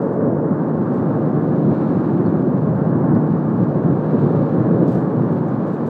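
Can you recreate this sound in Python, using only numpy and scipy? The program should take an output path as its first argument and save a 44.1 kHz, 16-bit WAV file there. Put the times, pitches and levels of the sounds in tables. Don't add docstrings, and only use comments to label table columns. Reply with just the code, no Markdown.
import sys
import numpy as np
from scipy import signal
from scipy.fft import rfft, irfft
from scipy.io import wavfile
from scipy.ndimage import uniform_filter1d, map_coordinates

SR = 44100
rng = np.random.default_rng(int(sys.argv[2]) if len(sys.argv) > 2 else 0)


def transcribe(u):
    v = np.clip(np.atleast_2d(u).T, -1, 1)
    q = np.round(v * 32767).astype(np.int16)
    wavfile.write(sys.argv[1], SR, q)


N = 259749


def undb(db):
    return 10 ** (np.asarray(db) / 20)


def curve(points):
    times, values = np.transpose(points)
    return np.interp(np.arange(N) / SR, times, values)


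def freqs():
    return np.maximum(np.arange(N // 2 + 1) * SR / N, 1)


def colour(points):
    hz, db = np.transpose(points)
    return undb(np.interp(np.log(freqs()), np.log(hz), db))


def peak(hz, width_hz):
    return 1 / (1 + (2 * (freqs() - hz) / width_hz) ** 2)


def bump(x, centre, half_width):
    return np.exp(-((x - centre) / half_width) ** 2)


def noise(gain):
    x = irfft(rfft(rng.standard_normal(N)) * gain, N)
    return x / np.std(x)


def steady(x, span_s):
    size = max(int(span_s * SR), 2)
    power = uniform_filter1d(uniform_filter1d(x ** 2, size), size)
    return x / np.sqrt(power)


def wobble(rate_hz):
    return noise(1 / (1 + (freqs() / rate_hz) ** 4))


def background(level_db=-57):
    # (frequency [Hz], relative level [dB])
    tone = [(15, -2), (30, -1), (55, 1.5), (90, 3), (400, -23.5), (3000, -36), (7500, -38), (9700, -48),
            (11500, -44), (14500, -40)]
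    return noise(colour(tone)) * undb(level_db)


def hiss(flicker_db=1.0, flicker_hz=40, focus_steepness=2.5):
    # (time [s], level [dB])
    levels = [(0, -65.5), (.4, -68), (.75, -64), (1.05, -61), (1.35, -62.5), (1.6, -59.7), (1.85, -58.3),
              (2.15, -60), (2.5, -62), (3.0, -63), (3.7, -61.5), (4.0, -60.5), (4.22, -57.5), (4.6, -59.5),
              (5.1, -61.3), (5.89, -60)]
    # (frequency [Hz], relative level [dB])
    tone = [(1200, -13), (2250, 8), (2600, 4), (3100, 1), (3900, -3), (4400, -3.5), (5200, -10.5),
            (7300, -13.5), (9500, -28.5), (14000, -22)]
    # (centre [Hz], width [Hz], level at its loudest [dB])
    focus_band = (3900, 820, -65.5)
    hz, width, crest_db = focus_band
    hiss_db = curve(levels)
    focus_db = crest_db + focus_steepness * (hiss_db - hiss_db.max())
    broad = noise(colour(tone)) * undb(hiss_db)
    focus = noise(peak(hz, width)) * undb(focus_db)
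    return (broad + focus) * undb(flicker_db * wobble(flicker_hz))


def rustles(grain_db=1.3, grain_hz=200, attack_s=0.0028):
    # (start [s], fade time [s], level [dB])
    strokes = [(0.01, 0.069, -64.5), (0.128, .025, -68), (0.935, 0.047, -64), (4.882, 0.033, -54.5),
               (4.916, 0.037, -57), (4.944, .15, -65.5), (5.315, 0.039, -63), (5.669, 0.033, -61),
               (5.73, 0.04, -63.5), (5.86, 0.059, -57)]
    # (frequency [Hz], relative level [dB])
    tone = [(1200, -9.5), (3500, 1.5), (5500, -4), (8300, -5.5), (10000, -14.5), (15000, -13)]
    t = np.arange(N) / SR
    pressure = 0
    for start, fade_s, db in strokes:
        age = np.maximum(t - start, 0)
        pressure += undb(db) * np.minimum(age / attack_s, 1) * np.exp(-age / fade_s)
    return pressure * noise(colour(tone)) * undb(grain_db * wobble(grain_hz))


def ticks():
    # (start [s], level [dB], fade time [s], centre [Hz], half-width [octaves])
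    dry_ticks = [(2.259, -59, .012, 4320, .035), (2.281, -60, .013, 3440, .04),
                 (2.7601, -64, 0.0041, 3400, .4), (3.1511, -46, 0.0011, 3180, 0.46),
                 (3.1529, -54, 0.00092, 4570, .55), (4.879, -54, .003, 5030, .65),
                 (5.4835, -62, 0.006, 6500, .35)]
    t = np.arange(N) / SR
    out = 0
    for start, db, fade_s, hz, octaves in dry_ticks:
        band = 1 / (1 + (np.log2(freqs() / hz) / octaves) ** 2)
        fade = (t >= start) * np.exp(-np.maximum(t - start, 0) / fade_s)
        burst = rng.standard_normal(N) * fade
        tick = irfft(rfft(burst) * band, N)
        out += undb(db) * tick / np.sqrt(np.mean(band ** 2))
    return out


def window_recess():
    # (centre [Hz], width [Hz], boost or cut [dB])
    resonances = [(135, 4.7, -3), (149.4, 19, 4), (206, 32, -3), (210, 4.1, 3), (288, 16, -3.5),
                  (302, 23, 2.5), (393.7, 23, -4.5), (404, 140, 1.5), (487, 17, -1.5), (535, 69, 4),
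                  (640, 36, 3), (660, 20, -1), (813, 100, 3.5), (815, 33, -5.5), (882, 15, 3.5),
                  (1040, 19, -5.5), (1070, 58, 4.5), (1180, 47, 3), (1420, 40, 1), (1700, 120, 0.5)]
    return undb(sum(db * peak(hz, width) for hz, width, db in resonances))


def thin_bass(x, cutoff_hz=84):
    return signal.sosfilt(signal.butter(6, cutoff_hz, "high", fs=SR, output="sos"), x)


def surges(attack_s=0.018, release_s=0.06, wander=0.01486, wander_hz=3, even_s=0.04):
    # (start [s], length [s], level [dB])
    bursts = [(0, 0.46, -28.5), (4.112, .43, -26), (4.642, 0.12, -23.5), (4.85, 0.45, -28)]
    # (centre [Hz], width [Hz], relative level [dB])
    resonances = [(444, 64, -1), (547, 39, -3)]
    t = np.arange(N) / SR
    flow = 0
    for start, length, db in bursts:
        rise = np.clip((t - start) / attack_s, 0, 1)
        fall = np.exp(-np.maximum(t - start - length, 0) / release_s)
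        flow = np.maximum(flow, undb(db) * rise * fall)
    note = noise(sum(undb(db) * peak(hz, width) for hz, width, db in resonances))
    speed = 1 + wander * wobble(wander_hz)
    note = map_coordinates(note, [np.cumsum(speed)], mode="mirror")
    return flow * steady(note, even_s)


def lulls(hz, rumble_hz=160, reach_octaves=1.1):
    # (time [s], half-width [s], change in the rumble [dB])
    drops = [(.07, 0.13, -5.5), (.92, 0.028, -3), (1.78, 0.059, -1.5), (2.42, 0.043, -0.5),
             (4.05, 0.09, -4), (4.49, .04, -2.5), (5.06, 0.058, -4)]
    t = np.arange(N) / SR
    reach = bump(np.log2(hz / rumble_hz), 0, reach_octaves)
    return reach * sum(db * bump(t, at, half_width) for at, half_width, db in drops)


def billows(hz, half_width_s=0.046, reach_octaves=0.83, dip_gap_s=0.06, dip_share=0.32):
    # (time [s], swell size [dB], pitch [Hz])
    swells = [(.28, 3.5, 368), (.512, 4, 174), (0.799, 2.5, 131), (.92, 2.5, 507), (1.14, 2.5, 1100),
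              (1.684, 5.5, 208), (1.956, 2, 141), (2.165, 3, 228), (2.256, 4, 137.4), (2.471, 2.5, 290),
              (2.606, 3.5, 131), (2.707, 4, 186), (3.155, 5.5, 180), (3.315, 4, 148), (3.616, 4.5, 140),
              (3.866, 4.5, 139), (3.915, 6, 219), (4.155, 5, 309), (4.255, 5.5, 220), (4.377, 5, 170),
              (4.585, 4.5, 240), (4.722, 5.5, 168), (4.79, 5, 135), (4.845, 5, 283), (5.214, 2, 161)]
    t = np.arange(N) / SR
    change_db = 0
    for at, db, pitch in swells:
        reach = bump(np.log2(hz / pitch), 0, reach_octaves)
        swell = bump(t, at, half_width_s)
        dips = bump(t, at - dip_gap_s, half_width_s) + bump(t, at + dip_gap_s, half_width_s)
        change_db += db * reach * (swell - dip_share * dips)
    return change_db


def flame(level_db=-19.0, flutter_db=0.57, flutter_hz=25, fade_hz=6, even_s=0.076):
    # (frequency [Hz], relative level [dB])
    tone = [(50, -30), (70, -30), (90, -17.5), (112, -6.5), (160, -0.5), (240, -1.5), (330, -4.5),
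            (540, -13.5), (700, -19), (1100, -25), (1650, -34), (2050, -48), (3000, -82.5)]
    # (time [s], relative level [dB])
    blaze = [(0, -20.5), (.5, -22), (1.4, -19.5), (2.3, -20), (2.75, -19), (3.1, -17), (3.5, -20),
             (4.05, -18), (4.8, -19), (5.05, -18), (5.3, -20), (5.89, -24.5)]
    # (centre [Hz], relative level [dB], share of the blaze, random fade [dB])
    bands = [(142, -1.66, 1.1, 0.5), (211, -4.5, .35, 1.25), (315, -4.5, 0.15, 0), (520, -8, 0.16, 1.0),
             (1100, -14, 0.43, 0.5)]
    borders = [190, 245, 400, 700]
    # (time [s], lift [dB])
    low_mid_drift = [(0, 2.4), (.7, 1), (1.1, 1.6), (1.6, 2.5), (2.45, 4), (2.72, -4), (3, 4), (3.45, 0),
                     (3.95, 1.5), (4.25, 1), (4.85, 3), (5.3, 0.5), (5.89, -2)]
    # (time [s], lift [dB])
    high_mid_drift = [(0, 1), (.3, 4), (.58, -1.6), (.9, 0.5), (1.6, 0.5), (2.1, -1.5), (3.15, 0.5),
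                      (3.45, -3), (3.75, 1.7), (4.3, -1.3), (4.75, 2), (5.45, -2.2), (5.89, 1)]
    # (time [s], lift [dB])
    upper_drift = [(0, 0.2), (.45, 0.3), (1.2, 0.1), (2.2, 0.4), (2.65, -1.5), (3.07, 0.9), (3.35, -1),
                   (5.89, 0.75)]
    spectrum = colour(tone) * window_recess()
    band_number = np.digitize(freqs(), borders)
    blaze_db = curve(blaze)
    drift_db = [0, 0, curve(low_mid_drift), curve(high_mid_drift), curve(upper_drift)]
    roar = 0
    for k, (hz, db, blaze_share, fade_db) in enumerate(bands):
        swirls = steady(noise(spectrum * (band_number == k)), even_s)
        burn_db = blaze_share * (blaze_db - blaze_db.mean()) + billows(hz) + lulls(hz)
        air_db = drift_db[k] + fade_db * wobble(fade_hz)
        roar += swirls * undb(db + burn_db + air_db)
    return roar * undb(level_db + flutter_db * wobble(flutter_hz))


def scene():
    fire = thin_bass(flame()) + surges() + hiss()
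    return (fire + rustles() + ticks() + background())[None, :]


def record(dry, top_hz=15000, fade_s=0.003):
    sample = np.arange(N)
    ramp = np.minimum(np.minimum(sample, sample[::-1]) / (fade_s * SR), 1)
    lowpass = signal.ellip(10, .1, 70, top_hz, fs=SR, output="sos")
    return signal.sosfilt(lowpass, dry * np.sin(np.pi / 2 * ramp) ** 2)


dry = scene()
out = record(dry)
transcribe(out)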